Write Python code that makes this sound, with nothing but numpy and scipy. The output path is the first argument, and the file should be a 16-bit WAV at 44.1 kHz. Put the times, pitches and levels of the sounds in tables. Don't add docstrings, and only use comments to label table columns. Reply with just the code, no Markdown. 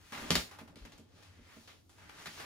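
import sys
import numpy as np
from scipy import signal
from scipy.fft import rfft, irfft, next_fast_len
from scipy.io import wavfile
from scipy.ndimage import uniform_filter1d

SR = 44100
rng = np.random.default_rng(int(sys.argv[2]) if len(sys.argv) > 2 else 0)


def generate_wav(signal):
    frames = np.transpose(np.atleast_2d(signal))
    scaled = np.clip(frames, -1, 1) * 32767
    pcm = np.round(scaled).astype(np.int16)
    wavfile.write(sys.argv[1], SR, pcm)


def volts_from_decibels(level):
    exponent = np.asarray(level, float) / 20
    return 10 ** exponent


N = 108045
T = np.arange(N) / SR
SIZE = next_fast_len(N + 8192)
F = np.maximum(np.fft.rfftfreq(SIZE, 1 / SR), 1)
OCTAVES_HZ = 250 * 2. ** np.arange(7)


def read(table, hz):
    table_hz, value = np.array(table).T
    return np.interp(np.log(hz), np.log(table_hz), value)


def shape(x, gain):
    return irfft(rfft(x, SIZE) * gain, SIZE)[..., :N]


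def unit(x):
    return x / np.sqrt(np.mean(x ** 2))


def octave(hz):
    distance_oct = np.abs(np.log2(np.clip(F, 250, 16000) / hz))
    return np.maximum(1 - distance_oct, 0)


def coloured(x, table, gains):
    x = unit(shape(x, volts_from_decibels(read(table, F))))
    return sum(g * shape(x, octave(hz)) for hz, g in zip(OCTAVES_HZ, gains))


def near_pitch(hz):
    width_oct = 0.86
    return np.exp(-(np.log2(OCTAVES_HZ / hz) / width_oct) ** 2)[:, None]


def decay(start_s, t60_s):
    age = np.maximum(T - start_s, 0)
    return (T >= start_s) * np.exp(-np.log(1000) * age / max(t60_s, .001))


def walk(rate_hz):
    hold = int(SR / rate_hz)
    steps = np.repeat(rng.standard_normal(N // hold + 1), hold)
    smooth = uniform_filter1d(uniform_filter1d(steps, hold), hold)
    return unit(smooth[:N])


def crackle(rate_per_s, spread_db):
    scatter, scatter_hz, scatter_top_hz = 0.68, 616, 7000
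    chance, sign, size = rng.random((3, 2, N))
    size_db = np.minimum(-spread_db * np.log(size + 1e-6), 8)
    common, differing = (chance < rate_per_s / SR) * np.sign(sign - .5) * volts_from_decibels(size_db)
    differing = shape(differing, scatter / np.sqrt(1 + (scatter_hz / F) ** 2 + (F / scatter_top_hz) ** 4))
    return unit(np.array([common + differing, common - differing]))


# t/s, flurry level/dB, crease pitch f/Hz, flurry t60/s, crack over flurry/dB
CREASE_SNAPS = [(0.1221, -41.5, 1620, 0.88, 5), (0.3048, -25.5, 4800, 0.16, 11.),
                (0.3534, -25.5, 4500, 0.13, 12.5), (0.5112, -48.5, 980, 0.23, 5),
                (0.5867, -49.5, 1300, 0.2, 7.), (0.6755, -55, 800, 0.18, -4.5),
                (0.757, -56, 3330, 0.61, 10), (0.85, -48, 1280, 0.1, -2), (0.9199, -54, 4070, 0.13, 4),
                (.978, -56, 9000, 0.1, -1), (1.224, -57, 5400, 0.36, 2.), (1.6742, -51.5, 3100, 0.34, 1),
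                (1.893, -60, 9000, 0.39, -5), (1.9813, -59.5, 1540, 0.9, -4), (2.093, -46, 1680, 0.071, -5),
                (2.2575, -40, 1900, 0.1, 5.), (2.269, -46.5, 2650, 0.11, 11.5),
                (2.375, -48.5, 900, .4, -15), (2.397, -46.5, 2170, 0.23, -14)]
# f/Hz, level/dB
SHEET_COLOUR = [(180, -28.5), (300, -2.5), (885, -0.5), (1900, -4), (4300, -9), (8000, -12.5), (14500, -18),
                (16000, -23.5)]


def snaps():
    level_db, crease_lift_db, crack_tilt_db_per_oct = -1.5, 7, 1
    crack_rise_s, crack_fall_s, flurry_rise_s = .0012, .0009, .002
    tilt_db = crack_tilt_db_per_oct * np.log2(OCTAVES_HZ / 4000)[:, None]
    crack, flurry = np.zeros((2, len(OCTAVES_HZ), N))
    for s, db, hz, t60_s, crack_db in CREASE_SNAPS:
        gain = volts_from_decibels(db + level_db + crease_lift_db * (near_pitch(hz) - .5))
        span = slice(int(s * SR), int((s + .5) * SR))
        age = np.maximum(T[span] - s, 0)
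        rise = np.minimum(age / crack_rise_s, 1) ** 2
        fall = np.exp(-np.maximum(age - crack_rise_s, 0) / crack_fall_s)
        crack[:, span] += gain * volts_from_decibels(crack_db + tilt_db) * rise * fall
        flurry[:, span] += gain * np.minimum(age / flurry_rise_s, 1) * decay(s, t60_s)[span]
    cracks = coloured(np.sign(rng.standard_normal(N)), SHEET_COLOUR, crack)
    return cracks + coloured(crackle(4500, 2.6), SHEET_COLOUR, flurry)


# t/s, level/dB, brightness/(dB per octave), hand rub/dB
HANDLING = [(0, -66.5, 1.5, 5.5), (.117, -57, 2.5, 6), (.124, -53.5, 0., 2), (.29, -48, -1.5, -1.5),
            (.5, -71.5, -2.5, 8), (.72, -76.5, -6, 0.), (.9, -64, -2.5, -8), (1.07, -72.5, -2.5, -7),
            (1.2, -64, -1.5, 0.), (1.36, -70.5, -0.5, 6), (1.58, -59.5, 1., 1.5), (1.74, -69, -1, -12),
            (1.839, -81, 5, -10.5), (1.99, -65.5, -2, 0), (2.2, -55, 0.5, 3.5), (2.34, -54, 1., 1),
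            (2.4, -51, -0.5, -1.5), (2.45, -55, 1, 3.)]
# f/Hz, level/dB
RUSTLE_SPECTRUM = [(120, -11.5), (200, -6), (347, -10), (612, -11), (1680, -11.5), (6400, -18),
                   (14500, -28), (16000, -28)]


def rustle():
    rub_hz, flicker_db = 1600, 1.2
    s, *controls = np.array(HANDLING).T
    db, bright, rub_db = (np.interp(T, s, c) for c in controls)
    flicker = walk(24.25) + np.array([walk(14.53) for _ in OCTAVES_HZ])
    tilt_db = bright * np.log2(OCTAVES_HZ / 3000)[:, None]
    gains = volts_from_decibels(db + tilt_db + rub_db * near_pitch(rub_hz) + flicker_db * flicker)
    return coloured(crackle(9000, 2.), RUSTLE_SPECTRUM, gains)


# t/s, level/dB, lowest mode/dB
WOOD_KNOCKS = [(0.126, -48, -24), (0.185, -46.5, -15), (0.229, -42.5, -31), (0.308, -30.5, -1),
               (0.358, -35, -1), (0.618, -47, -33), (0.764, -50.5, -17), (0.855, -52, -17),
               (0.996, -51, -15.5), (1.333, -66, -6), (1.392, -56, -17), (1.57, -50, -20),
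               (2.269, -54, -1.5), (2.398, -60, -4)]
# f/Hz, level/dB, t60/s
WOOD_MODES = [(168.4, 1.5, 0.19), (229.4, -3, 0.18), (275.6, -4.5, 0.12), (352.5, -14, 0.15),
              (454, -7, 0.062), (609.4, -10.5, 0.085), (804, -33.5, 0.059)]


def knocks():
    level_db, push_s, lead_s = 4, .0025, .0035
    out = 0
    chance = rng.standard_normal((len(WOOD_KNOCKS), len(WOOD_MODES)))
    for (s, db, deep_db), row in zip(WOOD_KNOCKS, chance):
        start_s = s - lead_s
        age = np.maximum(T - start_s, 0)
        push = 1 - np.exp(-age / push_s)
        for k, (hz, mode_db, t60_s) in enumerate(WOOD_MODES):
            vary_db = deep_db if k == 0 else 0.5 * row[k]
            ring = np.sin(2 * np.pi * hz * (1 + 0.022 * row[k]) * age)
            out = out + volts_from_decibels(db + level_db + mode_db + vary_db) * push * decay(start_s, t60_s) * ring
    return out


# t/s, level/dB, f/Hz
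FOOTFALLS = [
    (0.022, -67, 48),
    (0.207, -57, 45.5),
    (0.308, -41, 75.4),
    (0.361, -40.5, 60.5),
    (0.449, -66, 49),
    (0.809, -46.5, 52.7),
    (0.925, -66, 45),
    (1.392, -60, 47.5),
]


def thuds():
    level_db, length_s = 1.5, 0.064
    out = 0
    for s, db, hz in FOOTFALLS:
        age = np.clip((T - s) / length_s, 0, 1)
        swell = np.sin(np.pi * age ** .7) ** 2
        out = out + volts_from_decibels(db + level_db) * swell * np.sin(2 * np.pi * hz * (T - s))
    return out


def wide(gain):
    noise = rng.standard_normal((2, N))
    mid = shape(noise[0], gain)
    side = shape(noise[1], gain * np.clip(F / 340.0, .25, 1))
    return np.array([mid + side, mid - side]) / np.sqrt(np.mean(mid ** 2))


# f/Hz, t60/s
BEDROOM_T60 = [(250, 0.4), (1000, 0.18), (4000, 0.29), (12000, 0.33)]


def room(x):
    level_db, gap_s = -3.5, 0.0033
    noise = wide(np.ones(len(F)))
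    tail = sum(shape(noise, octave(hz)) * decay(gap_s, read(BEDROOM_T60, hz)) for hz in OCTAVES_HZ)
    tail = tail[:, :SR // 2]
    tail = tail / np.sqrt(np.sum(tail ** 2) / 2)
    return volts_from_decibels(level_db) * signal.fftconvolve(x, tail, axes=1)[:, :N]


# f/Hz, level/dB
HOUSE_HUM = [(20, -34), (60, -15), (130, -16), (190, -22), (280, -17), (500, -28.5), (3500, -50),
             (16000, -54)]


def house():
    hum_db, drone_db, sway_db = -71, -66, 1.5
    drone_hz, drone_width_hz = 91, 14
    drone = wide(1 / (1 + ((F - drone_hz) / drone_width_hz) ** 4))
    hum = wide(volts_from_decibels(read(HOUSE_HUM, F)))
    return volts_from_decibels(hum_db) * hum + volts_from_decibels(drone_db + sway_db * walk(4.2)) * drone


# f/Hz, left over right/dB
PORT_LEVEL = [(60, 4), (110, -5), (200, 1), (380, -1), (700, -1.5), (1290, -1.5), (2380, 0.5), (4400, 6),
              (8120, 1.5), (15000, -2)]
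# f/Hz, left lead/rad
PORT_PHASE = [(100, 0), (950, -1), (2700, 1.5), (4400, 1.38), (8600, 1.34), (16000, 2)]


def scene():
    wood_room, low_side, low_lag_s = .2, .2, .0015
    sheet = snaps() + rustle()
    wood = knocks()
    low = wood + thuds()
    lean = volts_from_decibels(read(PORT_LEVEL, F) / 2) * np.exp(.5j * read(PORT_PHASE, F))
    direct = shape(sheet, np.array([lean, 1 / lean]))
    lagged = low_side * np.roll(low, int(low_lag_s * SR)) * np.array([[1], [-1]])
    return direct + room(sheet + wood_room * wood) + low + lagged + house()


def top_cut(x):
    return signal.sosfilt(signal.butter(12, 16480, fs=SR, output="sos"), x)


def record(dry):
    top_hz = 15750
    db = 0
    for hz, width_hz, peak_db in [(12050, 330, -16), (8200, 900, -4), (15130, 540, 2.5)]:
        db = db + peak_db * np.exp(-((F - hz) / width_hz) ** 2)
    mix = shape(dry, volts_from_decibels(db) / (1 + (F / top_hz) ** 80))
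    return top_cut(mix)


dry = scene()
out = record(dry)
generate_wav(out)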